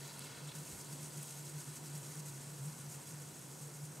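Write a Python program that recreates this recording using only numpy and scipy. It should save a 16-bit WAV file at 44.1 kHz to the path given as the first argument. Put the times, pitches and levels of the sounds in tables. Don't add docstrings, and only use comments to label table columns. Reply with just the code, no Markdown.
import sys
import numpy as np
from scipy import signal
from scipy.io import wavfile

SR = 44100
rng = np.random.default_rng(int(sys.argv[2]) if len(sys.argv) > 2 else 0)


def to_wav(sig):
    pcm = np.clip(np.atleast_2d(sig), -1, 1) * 32767
    pcm = np.round(pcm).astype(np.int16)
    wavfile.write(sys.argv[1], SR, pcm.T)


N = 176400
FLUTTER_DB, FLUTTER_PER_S = 0.95, 59


def from_db(db):
    return 10 ** (np.asarray(db) / 20)


def rms_one(x):
    return x / np.sqrt(np.mean(x ** 2) + 1e-20)


def in_time(rows):
    return np.interp(np.arange(N) / SR, *np.transpose(rows))


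def at_hz(points, hz):
    freqs, values = np.transpose(points)
    return np.interp(np.log(hz), np.log(freqs), values)


def swell(peak_s, length_s):
    return .5 ** (2 * ((np.arange(N) / SR - peak_s) / length_s) ** 2)


def drift(per_s):
    step = 40
    pole = np.exp(-2 * np.pi * per_s * step / SR)
    noise = rng.standard_normal(N // step + 2002)
    slow = signal.lfilter([1], [1, -2 * pole, pole * pole], noise)[2000:]
    return np.interp(np.arange(N) / step, np.arange(len(slow)), rms_one(slow))


def band(x, low_hz, high_hz):
    return signal.sosfilt(signal.butter(2, [low_hz, high_hz], "band", fs=SR, output="sos"), x + 1e-18)


def soften(x, top_hz):
    return signal.sosfilt(signal.butter(2, top_hz, fs=SR, output="sos"), x + 1e-18)


def resonate(x, hz, width_hz):
    r = np.exp(-np.pi * width_hz / SR)
    feedback = [1, -(1 + r * r) * np.cos(2 * np.pi * hz / SR), r * r]
    return signal.lfilter(np.array([1, 0, -1]) * (1 - r * r) / 2, feedback, x + 1e-18)


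def glass(x):
    # pitch of an air resonance in Hz, width in Hz, lift in dB (negative for a notch).
    air_resonances = [(947, 57, 9), (1459, 110, 7.5), (1788, 36, 7), (2160, 41, 6.5), (2660, 110, 5),
                      (3007, 25, 5.5), (3350, 190, 4.5), (3972, 60, 7), (4150, 120, 5), (4570, 140, 6),
                      (4885, 60, 4.5), (5240, 90, 4), (5560, 60, 3.5), (6090, 90, 6), (6260, 130, -10),
                      (6460, 70, 5), (6670, 50, 5), (6850, 110, -6), (7000, 80, 4), (7722, 53, 7),
                      (8070, 200, 3.5), (8635, 45, 7.5), (9530, 240, 4.5), (12600, 800, -9.5)]
    for hz, width_hz, lift_db in air_resonances:
        x = x + (from_db(lift_db) - 1) * resonate(x, hz, width_hz)
    return x


def bursts(per_s, spread_db):
    sizes = from_db(spread_db * np.minimum(rng.exponential(1, N), 5))
    return sizes * rng.choice([-1, 1], N) * (rng.random(N) < per_s / SR)


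def bubbles(colour, per_s, spread_db):
    edges = np.geomspace(850, 16000, 17)
    out = 0
    for low, high in zip(edges, edges[1:]):
        clicks = rms_one(bursts(per_s * (high - low) / np.ptp(edges), spread_db))
        patchy_db = .5 * drift(per_s=28)
        gain = from_db(at_hz(colour, np.sqrt(low * high)) + patchy_db)
        out = out + gain * band(clicks, low, high)
    return rms_one(glass(out))


def film_ring(clicks, hz):
    cycles = 8.1
    r = np.exp(-np.log(1000) * hz / (cycles * SR))
    ring = signal.lfilter([.5, 0, -.5], [1, -2 * r * np.cos(2 * np.pi * hz / SR), r * r], clicks + 1e-18)
    return soften(ring, top_hz=13300)


def vigour():
    # time in seconds, level in dB.
    bed = [(0, -54.5), (.35, -57), (.53, -58.5), (.6, -54.5), (1.3, -54.5), (1.8, -57.5), (2.3, -55),
           (2.85, -56), (3.4, -55.5), (4, -58)]
    # peak time in seconds, length in seconds, level in dB.
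    surges = [(0.08, .012, -56), (.241, .036, -56.5), (.483, 0.022, -54), (0.561, 0.018, -49.5),
              (.67, .018, -54.3), (.729, 0.075, -54.5), (0.802, .028, -55.5), (.931, 0.038, -54.5),
              (1.038, 0.058, -55), (1.177, 0.0095, -49.5), (1.227, .025, -53.5), (1.297, 0.047, -53),
              (1.378, 0.014, -55.2), (1.474, 0.075, -55.5), (1.61, .05, -52), (1.687, .06, -56.5),
              (1.758, .035, -51.5), (1.871, 0.054, -54), (1.962, 0.035, -51.5), (2.05, .047, -52.5),
              (2.13, 0.064, -56), (2.199, 0.012, -51.6), (2.284, .028, -52.5), (2.438, 0.015, -56),
              (2.659, .07, -55.5), (2.805, .035, -56.5), (2.932, 0.039, -52.5), (3.091, .03, -51),
              (3.22, .059, -62), (3.624, .028, -55.5), (3.768, .04, -57), (3.85, .038, -56),
              (3.968, .045, -57.5)]
    power = from_db(in_time(bed)) ** 2
    for peak_s, length_s, db in surges:
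        power = power + (from_db(db) * swell(peak_s, length_s)) ** 2
    return np.sqrt(power) * from_db(FLUTTER_DB * drift(FLUTTER_PER_S))


def fine_fizz():
    # pitch in Hz, relative spectral level in dB.
    colour = [(1000, -16.5), (2500, -11), (4200, -14.5), (5500, -6), (6800, -0.5), (8100, 1), (10000, -5.5),
              (11600, -2.5), (13400, -5.5), (15000, -22)]
    crackle_hz, crackle_db = (6300, 7800, 9050, 10200), -13.5
    crackle = rms_one(sum(film_ring(bursts(per_s=40, spread_db=2.5), hz) for hz in crackle_hz))
    hiss = bubbles(colour, per_s=36000, spread_db=2)
    return vigour() * (hiss + from_db(crackle_db) * crackle)


def coarse_fizz():
    # pitch in Hz, relative spectral level in dB.
    colour = [(1000, -3.5), (2000, -2.5), (3600, -2.5), (5000, -1.5), (7000, -7), (15000, -16)]
    # time in seconds, level in dB.
    levels = [(0, -58.2), (.2, -56.3), (.33, -56.8), (.44, -59), (.53, -59), (.6, -65), (1.2, -63.5),
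              (2.05, -65), (2.6, -69.5), (3.2, -68.5), (4, -86)]
    fizz = bubbles(colour, per_s=5800, spread_db=1)
    hollow = rms_one(fizz + 0.42 * (glass(fizz) - fizz))
    return from_db(in_time(levels) + FLUTTER_DB * drift(FLUTTER_PER_S)) * hollow


def drone():
    # time in seconds, level in dB.
    levels = [(0, -52), (.07, -53), (.17, -65), (.21, -52), (.28, -54.5), (.33, -57), (.41, -53),
              (.47, -46.5), (.52, -62), (.56, -54), (.62, -47), (.69, -75), (.78, -56.5), (.86, -60),
              (.92, -47.5), (.99, -56.5), (1.07, -48.5), (1.12, -62), (1.18, -44), (1.28, -59.5),
              (1.35, -53), (1.51, -55.5), (1.57, -43), (1.63, -67), (1.69, -46), (1.74, -64), (1.82, -49),
              (1.9, -52.5), (1.95, -43.5), (2.0, -46.5), (2.03, -55.5), (2.09, -48), (2.135, -57.5),
              (2.18, -46), (2.23, -50.5), (2.33, -52), (2.46, -55), (2.53, -48), (2.58, -52), (2.62, -44.5),
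              (2.68, -43.5), (2.73, -55), (2.79, -58), (2.83, -48.5), (2.88, -47.5), (2.93, -60),
              (2.97, -50), (3.05, -65), (3.14, -52.5), (3.24, -50.5), (3.28, -61), (3.46, -61),
              (3.52, -50.5), (3.585, -63), (3.63, -50.5), (3.77, -55.5), (3.84, -45.5), (3.87, -59),
              (3.91, -47), (3.95, -67), (4, -47.5)]
    pitch_hz, waver_hz, flicker_db = 145.8, 4.58, 0.6
    rumble_db, rumble_width_hz = -59.5, 44.3
    hz = pitch_hz + waver_hz * drift(per_s=19)
    gain = from_db(in_time(levels) + flicker_db * drift(per_s=19))
    tone = np.sqrt(2) * np.sin(2 * np.pi * np.cumsum(hz) / SR)
    rumble = band(rng.standard_normal(N), pitch_hz - rumble_width_hz / 2, pitch_hz + rumble_width_hz / 2)
    return gain * tone + from_db(rumble_db) * rms_one(rumble)


def room():
    # frequency in Hz, relative spectral level in dB.
    colour = [(20, -20), (40, -18), (65, -13.3), (100, -8), (140, 0.5), (200, 0), (320, 0), (500, -4.5),
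              (780, -8), (1050, -8.5), (1800, -15), (3500, -19), (6300, -22), (9000, -29.5), (15000, -30.5)]
    # frequency in Hz, likeness of left and right (1 is identical).
    likeness = [(25, 0.5), (50, 0.97), (90, 0.89), (150, 0.98), (300, 0.68), (700, 0.49), (1400, 0.55),
                (2500, 0.53), (4000, 0.85), (6300, 0.25), (8500, 1), (12000, 1)]
    # frequency in Hz, left minus right in dB.
    balance = [(100, -1), (300, -1.3), (700, -2), (1400, -1.5), (3000, -0.5), (5500, 3), (8000, -1)]
    level_db, flicker_db, fade_db_per_s = -55.5, 0.9, 0.3
    edges = np.geomspace(18, 16000, 21)
    white = rng.standard_normal((2, 2, N + SR // 2))
    left_right = np.array([[1], [-1]])
    out = 0
    for k, (low, high) in enumerate(zip(edges, edges[1:])):
        mid, side = band(white[k % 2], low, high)[:, -N:]
        hz = np.sqrt(low * high)
        alike = at_hz(likeness, hz)
        gain = from_db(at_hz(colour, hz) + flicker_db * drift(per_s=4.2))
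        pan = from_db(left_right * at_hz(balance, hz) / 2)
        out = out + gain * pan * (np.sqrt(1 + alike) * mid + np.sqrt(1 - alike) * side * left_right)
    centre = out.mean(axis=0)
    out = out + 0.29 * (glass(centre) - centre)
    return from_db(level_db - fade_db_per_s * np.arange(N) / SR) * rms_one(out)


def snaps():
    # start in seconds, level of the driving click in dB, pitch of the ring in Hz.
    loud_bubbles = [(.1935, -24.5, 10200), (.8475, -35, 7700), (1.0294, -31, 8300), (1.2309, -24.5, 10600),
                    (1.6438, -35, 7800), (2.1563, -32, 8600)]
    out = 0
    for start_s, db, hz in loud_bubbles:
        click = from_db(db) * (np.arange(N) == int(start_s * SR))
        tick = from_db(-8) * soften(click, top_hz=4500)
        out = out + film_ring(click, hz) + tick
    return out


def dome_squeaks():
    # peak time in seconds, length in seconds, level before the glass in dB, pitch in Hz.
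    leaks = [(0.261, 0.02, -64, 3130), (0.493, .008, -56, 3520), (0.518, .007, -56.5, 3400)]
    width_hz = 1300
    out = 0
    for peak_s, length_s, db, hz in leaks:
        puff = resonate(resonate(rng.standard_normal(N), hz, width_hz), hz, width_hz)
        out = out + from_db(db) * rms_one(puff) * swell(peak_s, length_s)
    return glass(out)


def thump():
    bass = rms_one(band(rng.standard_normal(N), low_hz=45, high_hz=125))
    return from_db(-59) * bass * swell(peak_s=.755, length_s=.045)


def scene():
    return fine_fizz() + coarse_fizz() + drone() + room() + snaps() + dome_squeaks() + thump()


def record(dry):
    return signal.sosfilt(signal.ellip(12, .1, 70, 15700, fs=SR, output="sos"), dry)


dry = scene()
out = record(dry)
to_wav(out)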